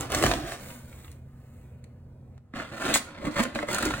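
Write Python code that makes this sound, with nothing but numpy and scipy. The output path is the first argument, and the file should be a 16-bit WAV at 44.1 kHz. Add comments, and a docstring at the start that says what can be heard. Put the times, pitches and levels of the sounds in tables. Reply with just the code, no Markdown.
"""Scooping cat litter

A wire scoop digs into litter in a plastic tray, crushing grains and cracking clumps. The load sifts
through the wires, then the scoop scrapes the bare floor in short strokes, and a stuck crust gives way
with a bright chatter. Grains and slips of the wire edge make the tray ring, in a small humming room."""
import sys
import numpy as np
from scipy import signal
from scipy.fft import rfft, irfft
from scipy.io import wavfile

SR = 44100
rng = np.random.default_rng(int(sys.argv[2]) if len(sys.argv) > 2 else 0)


def unload_wav(signal):
    """Save mono or channel-first audio to the path in sys.argv[1] as 16-bit WAV at rate SR, clipped to [-1, 1]."""
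    wavfile.write(
        sys.argv[1],
        SR,
        np.round(np.clip(np.atleast_2d(signal).T, -1, 1) * 32767).astype(np.int16),
    )


N = 176400
T = np.arange(N) / SR
SIZE = 16384  # samples in a response, the sound that one sharp tap leaves behind
FREQ = np.maximum(np.arange(SIZE // 2 + 1) * SR / SIZE, 1)

# The tone of crunching litter, hissing grit and the booming tray. Each row: frequency in Hz, level in dB.
CRUNCH_TONE = [(150, -22.5), (400, -6), (680, -0.5), (850, -6), (1500, -7), (2200, -11), (3000, -13),
               (5000, -19), (8000, -23), (16000, -49)]
GRIT_TONE = [(1500, -35.5), (3500, -19.5), (5200, -1.5), (6800, 9), (8200, 8.5), (10500, 4), (12500, -1),
             (16000, 0)]
BOOM_TONE = [(22, -36), (36, -8), (45, 1), (57, 1), (80, -8), (135, -2), (175, -11), (250, -6), (310, -2),
             (400, -13), (800, -30), (3000, -60)]
# The wire edge jumps on the tray floor.
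# Each row: time in seconds, relative levels of scoop ring and tray knock in dB, knock pitch in Hz.
EDGE_SLIPS = [(2.538, -33.5, -29.5, 266), (2.599, -24.5, -39, 302), (2.958, -12, -27.5, 550),
              (3.224, -48, -32, 568), (3.269, -58, -42, 545), (3.395, -18.5, -30, 536),
              (3.402, -27, -20.5, 239), (3.453, -22, -29.5, 547), (3.557, -22, -35, 576),
              (3.589, -22, -34, 297), (3.628, -24, -20.5, 597), (3.686, -21.5, -25.5, 580),
              (3.784, -18, -42, 550), (3.829, -18.5, -37, 306), (3.858, -30, -23, 290),
              (3.907, -18.5, -50, 550), (3.938, -20, -54, 297)]


def undb(db):
    """Turns decibels into a gain to multiply by."""
    return 10 ** (np.asarray(db) / 20)


def unit(response):
    """Scales a response to an energy of 1."""
    return response / np.sqrt(np.sum(response ** 2))


def through(sound, response):
    """Plays a sound through a response."""
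    return signal.fftconvolve(sound, response)[:N]


def over_hz(points):
    """Joins points into a curve over frequency, with every octave equally wide."""
    hz, value = np.array(points, float).T
    return np.interp(np.log(FREQ), np.log(hz), value)


def colour(tone):
    """A response with the given tone."""
    cepstrum = irfft(np.log(undb(over_hz(tone))))
    cepstrum[1:SIZE // 2] *= 2  # folding onto the first half puts the energy right after the tap
    cepstrum[SIZE // 2 + 1:] = 0
    return unit(irfft(np.exp(rfft(cepstrum))))


def decay(ring_s):
    """A fade that falls by 60 dB in the ring time."""
    return np.exp(-np.log(1000) * T[:SIZE] / ring_s)


def ring(modes):
    """The response of a struck object: its modes, or natural tones, each die away."""
    return unit(sum(undb(db) * unit(np.sin(2 * np.pi * hz * T[:SIZE]) * decay(ring_s))
                    for hz, ring_s, db in modes))


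def gains(rows):
    """One gain curve for each level column, silent before the first row and after the last."""
    times, *columns = np.array(rows, float).T
    return [undb(np.interp(T, times, db)) * (T >= times[0]) * (T < times[-1]) for db in columns]


def wander(rate):
    """Drifts around zero, reaching a new random value `rate` times a second."""
    return np.interp(T * rate, np.arange(SIZE), np.clip(rng.standard_normal(SIZE), -2, 2))


def waver(rate, depth_db):
    """A gain that drifts up and down at random."""
    gain = undb(depth_db * wander(rate))
    return gain / np.sqrt(np.mean(gain ** 2))


def grains(rate, spread_db):
    """Tiny random impacts of uneven size, about `rate` each second."""
    hits = rng.random(N) < rate / SR
    sizes = undb(spread_db * np.clip(rng.standard_normal(N), -2, 2))
    impacts = hits * sizes * rng.choice([-1, 1], N)
    return impacts / np.std(impacts)


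def bursts(rows, fade_s, rise_s=0.00068):
    """A gain that shoots up and dies away at each (seconds, dB) row."""
    return sum(undb(db) * np.exp(-np.minimum(np.maximum((T - s) / fade_s, (s - T) / rise_s), 20))
               for s, db in rows)


def taps(rows):
    """One sharp tap at each (seconds, dB) row."""
    track = np.zeros(N)
    for s, db in rows:
        track[int(s * SR)] += undb(db)
    return track


def space(sound):
    """Makes stereo: the direct sound, tray-wall echoes that shift as the scoop moves, and room echo."""
    # Each row: frequency in Hz, milliseconds by which the direct sound is later on the right.
    right_lag = [(1400, 0.049), (2500, 0.088), (4200, 0.072), (5100, 0.1), (8200, 0.12), (16000, .127)]
    wall_db, room_db, low_hz, top_hz = -2, -8, 377, 7000
    echo_band = (FREQ / (FREQ - 1j * low_hz)) ** 2 / (1 + 1j * FREQ / top_hz)

    def echo(ring_s):
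        reflections = unit(rng.standard_normal(SIZE) * (T[:SIZE] > .0005) * decay(ring_s))
        return through(sound, irfft(echo_band * rfft(reflections)))

    shares = np.array([wander(rate=9) for _ in range(4)])
    shares /= np.sqrt(np.sum(shares ** 2, axis=0))
    channels = []
    for lag_s in (0, over_hz(right_lag) / 1000):
        direct = through(sound, np.roll(irfft(np.exp(-2j * np.pi * FREQ * lag_s)), 10))
        walls = sum(share * echo(ring_s=0.042) for share in shares)
        channels.append(direct + undb(wall_db) * walls + undb(room_db) * echo(ring_s=0.32))
    return np.array(channels) / np.hypot(1, undb(wall_db))


def room():
    """A low rumble and a wavering hum."""
    # The rumble's tone and the hum's notes. Each row: frequency in Hz, relative level in dB.
    rumble_tone = [(20, -20), (45, -7), (75, 0), (125, -5), (160, -9), (240, -14), (310, -21.5), (480, -20),
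                   (800, -31), (1400, -39.5), (3000, -53.5), (6000, -56.5), (16000, -57)]
    hum_notes = [(86, -54.5), (129, -50), (236, -60)]
    hum = 0
    for hz, db in hum_notes:
        level = undb(db) * np.sqrt(2) * waver(rate=15, depth_db=1.5)
        pitch = hz * (1 + .025 * wander(rate=25))
        hum += level * np.sin(2 * np.pi * np.cumsum(pitch) / SR)
    return hum + undb(-47) * through(rng.standard_normal(N), colour(rumble_tone))


def sudden_cut(background, cut_s=2.379, drop_db=-6):
    """An effect laid on the background: at a cut, a faint click sounds and the level drops."""
    click = through(taps([(cut_s, -37)]), colour(CRUNCH_TONE))
    return background * undb(drop_db * (T > cut_s)) + click


def sift():
    """Loose grains stream through the wires and patter on the litter below, with a few larger crumbs."""
    # The falling stream. Each row: time in seconds, relative levels of patter and hiss in dB.
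    flow = [(.6, -45.5, -53), (.715, -47, -50.5), (.83, -56, -62), (.92, -56, -60.5), (1.06, -55.5, -59.5),
            (1.24, -70, -81.5), (1.46, -64.5, -71.5), (1.62, -64, -72), (1.9, -70, -87.5), (2.2, -94, -97),
            (2.38, -67.5, -91)]
    # Crumbs drop off the scoop. Each row: time in seconds, level in dB.
    drops = [(.704, -34), (.928, -45), (.976, -53), (1.046, -42.5), (1.08, -44.5)]
    # The tone of grains, fine sand and crumbs landing. Each row: frequency in Hz, level in dB.
    patter_tone = [(100, 5), (240, 11.5), (380, -1.5), (520, 6), (800, -0.5), (1400, -2.5), (2200, -2.5),
                   (3500, -9.5), (6000, -19.5), (16000, -55)]
    sand_tone = [(1200, 2.8), (2400, 4.5), (3500, 6.4), (5000, 2.1), (8000, 5.3), (11000, 1.9),
                 (14000, 4.9), (16000, 4)]
    crumb_tone = [(400, -4), (1200, -3), (2300, -1), (3500, -7.5), (5000, -20), (16000, -21)]
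    patter, hiss = gains(flow)
    fall = grains(rate=3800, spread_db=3)
    crumbs = through(rng.standard_normal(N) * bursts(drops, fade_s=0.0014), colour(crumb_tone))
    sand = through(fall * hiss * undb(6), colour(sand_tone))
    return crumbs + through(fall * patter, colour(patter_tone)) + sand


def wires():
    """Hard grains tick on the wires and ring them; the crust snaps loose and crackles away."""
    # Grains hit the wires. Each row: time in seconds, relative level in dB, dB added for the ring.
    hits = [(1.116, -43.5, -20), (1.127, -49, -13), (1.841, -48.5, 8), (2.695, -62, -8), (2.94, -14.5, -3),
            (2.943, -18.5, -6), (2.9516, -12, 0), (2.975, -19.5, -3), (3.436, -23.5, -5), (3.55, -33, 14.5),
            (3.73, -21, -10), (3.746, -17.5, -15), (3.784, -22, -1), (3.826, -22, -24), (3.854, -19.5, -14)]
    # The tone of a tick. Each row: frequency in Hz, level in dB.
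    tick_tone = [(1000, -32), (1900, 5.5), (2450, -3), (3100, -1.5), (4200, 1), (5400, -3.5), (6600, 1),
                 (8100, 2), (9800, 0.5), (12500, -12.5), (16000, -5)]
    # Natural tones of single wires. Each row: pitch in Hz, ring time in seconds, level in dB.
    wire_modes = [(2400, 0.012, 3), (4340, 0.026, 1), (8180, .12, -18), (9883, 0.13, -22)]
    crust_s, hold_s, fade_s = 2.939, .021, 0.015
    crust_level = undb(-21) * (T >= crust_s) * np.exp(-np.maximum(T - crust_s - hold_s, 0) / fade_s)
    ticks = rng.standard_normal(N) * bursts([(s, db) for s, db, _ in hits], fade_s=0.002) * undb(-0.5)
    crust = grains(rate=1400, spread_db=1) * crust_level
    strikes = taps([(s, db + ring_db) for s, db, ring_db in hits]) * undb(5)
    return through(ticks + crust, colour(tick_tone)) + through(strikes, ring(wire_modes))


def stroke(start, attack, hold, release):
    """The pressure of one push: it rises 20 dB per attack time, holds, then falls 20 dB per release."""
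    rising = np.maximum(1 - (T - start) / attack, 0)
    falling = np.maximum(T - start - attack - hold, 0) / release
    return undb(-20 * (rising + falling))


def flexing_tray(push):
    """The pressed tray flexes, so its tones drift; each knock rings those near its own pitch."""
    # Natural tones of the tray. Each row: pitch in Hz, ring time in seconds, level in dB when rubbed.
    tray_modes = [(231.8, 0.22, -5), (257.2, 0.29, -8.5), (300, 0.18, -4), (346, 0.049, -6.5),
                  (529, 0.056, -7), (568, 0.069, -11.5), (690, 0.052, -21), (1065, 0.045, -8.5)]
    bend, drifts_per_s, knock_rise_s, knock_octaves = 0.041, 18, 0.0017, 0.22
    softness = np.exp(-1 / (knock_rise_s * SR))
    sound = 0
    for hz, ring_s, db in tray_modes:
        tone = np.exp(2j * np.pi * np.cumsum(hz * (1 + bend * wander(drifts_per_s))) / SR)
        kept = np.exp(-np.log(1000) / (ring_s * SR))  # share of the ringing left after one sample
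        knocks = taps([(s, knock_db - 10 * (np.log2(hz / pitch) / knock_octaves) ** 2)
                       for s, _, knock_db, pitch in EDGE_SLIPS])
        rubbed = push * waver(drifts_per_s, depth_db=2.5) * undb(db) * np.sqrt(2 * (1 - kept ** 2))
        # Divide the tone out, let each impact linger, then multiply the tone back in.
        drive = rubbed / tone + signal.lfilter([1 - softness], [1, -softness], knocks / tone)
        sound += np.imag(tone * signal.lfilter([1], [1, -kept], drive))
    return sound


def scrape():
    """The wire edge sticks and slips over grit; each jump rings the scoop and knocks the tray."""
    # Pushes. Each row: start, attack, hold, release in seconds; relative rasp, grit, tray levels in dB.
    strokes = [(2.539, 0.017, .063, 0.1, -39, -58, -38.5), (2.714, .0016, 0.013, 0.13, -48, -81, -41.5),
               (2.726, .13, 0.088, 0.059, -30, -43.5, -35), (2.947, 0.011, 0.44, 0.64, -49.5, -76.5, -49.5),
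               (3.179, 0.083, .02, 0.027, -39, -53.5, -30), (3.334, 0.058, .011, 0.02, -27, -40, -27.5),
               (3.347, 0.018, .02, 0.16, -32, -57.5, -31.5), (3.409, .015, 0.012, 0.029, -34.5, -41.5, -51),
               (3.528, 0.026, 0.077, 0.04, -41, -55.5, -37.5),
               (3.664, 0.018, 0.066, 0.068, -34, -44.5, -36.5), (3.715, 0.03, 0.12, 0.042, -33, -44.5, -40),
               (3.849, 0.015, 0.038, 0.32, -35.5, -48, -41)]
    # The tone of the scraped floor. Each row: frequency in Hz, level in dB.
    rasp_tone = [(200, -31.5), (430, 5), (620, 6), (850, 1.5), (1300, -3.5), (2200, -0.5), (3000, -3.5),
                 (4400, -7), (6000, -24), (16000, -64)]
    # Natural tones of the scoop. Each row: pitch in Hz, ring time in seconds, level in dB.
    scoop_modes = [(1308, 0.036, -6.5), (1427, 0.028, 0.5), (1614, 0.012, -3), (1822, 0.015, -4),
                   (2036, 0.031, 0), (2543, .06, -16.5), (3770, .04, -16)]
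    rasp, grit, tray = np.sqrt(sum(np.outer(undb(row[4:]), stroke(*row[:4])) ** 2 for row in strokes))
    grip = waver(rate=140, depth_db=2.5)
    rub = grains(rate=3800, spread_db=3.5) * grip
    rub += grains(rate=160, spread_db=2) * undb(-7)  # coarse grains split under the edge
    slip = rng.standard_normal(N) * bursts([(s, db) for s, db, _, _ in EDGE_SLIPS], fade_s=0.0022)
    push = grains(rate=820, spread_db=3) * grip
    shove = stroke(start=3.76, attack=0.072, hold=.034, release=0.25)  # the whole tray shifts
    boom = through(push * (tray * undb(-17) + shove * undb(-33.5)), colour(BOOM_TONE))
    floor = through(rub * rasp * undb(-2.5) + slip * undb(-14), colour(rasp_tone))
    hiss = through(rub * grit * undb(4), colour(GRIT_TONE))
    scoop = through(rub * rasp * undb(-5.5) + slip * undb(-1.5), ring(scoop_modes))
    return floor + hiss + scoop + flexing_tray(push * tray) + boom


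def dig():
    """The scoop crushes packed grains, splits coarse ones and cracks clumps; the loaded tray booms."""
    # The dig. Each row: time in seconds, relative levels of crunch, grit and boom in dB.
    effort = [(0, -35.5, -42.5, -33.5), (.03, -37, -47, -36.5), (.088, -46, -59, -41.5),
              (.12, -30, -43, -34.5), (.15, -29, -37.5, -31.5), (.21, -29.5, -37.5, -31.5),
              (.245, -24, -34.5, -21), (.32, -31.5, -40.5, -31), (.42, -40, -53, -36),
              (.53, -35.5, -44.5, -49.5), (.58, -47.5, -57, -50.5), (.6, -47, -54, -56)]
    # Clumps crack and the edge catches. Each row: time in seconds, relative dB, dB added for the treble.
    cracks = [(.009, -30, 7), (.102, -30, -0.5), (0.1198, -24.5, 2), (.14, -25, -5), (.1478, -17, 0),
              (0.226, -17, -1), (.238, -13, -4), (0.2639, -14, -4), (0.314, -14.5, -8.5),
              (0.337, -19.5, -20), (0.52, -29, -18)]
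    crunch, grit, boom = gains(effort)
    crush = grains(rate=6000, spread_db=5) + grains(rate=240, spread_db=0.5) * undb(-5.5)
    snap = rng.standard_normal(N)
    low_cracks = snap * bursts([(s, db + 2.5) for s, db, _ in cracks], fade_s=.002)
    high_cracks = snap * bursts([(s, db + treble) for s, db, treble in cracks], fade_s=0.0011)
    body = through(crush * crunch * undb(-1.5) + low_cracks, colour(CRUNCH_TONE))
    edge = through(crush * grit * undb(3.5) + high_cracks, colour(GRIT_TONE))
    tray = through(grains(rate=2300, spread_db=3.5) * boom * undb(2), colour(BOOM_TONE))
    return body + edge + tray


def scene():
    """Digging, sifting and scraping in the room, all a little to the right."""
    def place(sound, right_db):
        return space(sound) * undb(np.array([[-right_db], [right_db]]) / 2)

    return place(dig(), 1.4) + place(scrape(), 1.5) + place(sift() + wires() + sudden_cut(room()), 0.8)


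def record(dry):
    """Rounds off the loudest peaks and cuts the highest treble."""
    ceiling, top_hz = 0.95, 16000
    rounded = ceiling * np.tanh(dry / ceiling)
    return signal.sosfilt(signal.ellip(10, .2, 80, top_hz, fs=SR, output="sos"), rounded)


dry = scene()
out = record(dry)
unload_wav(out)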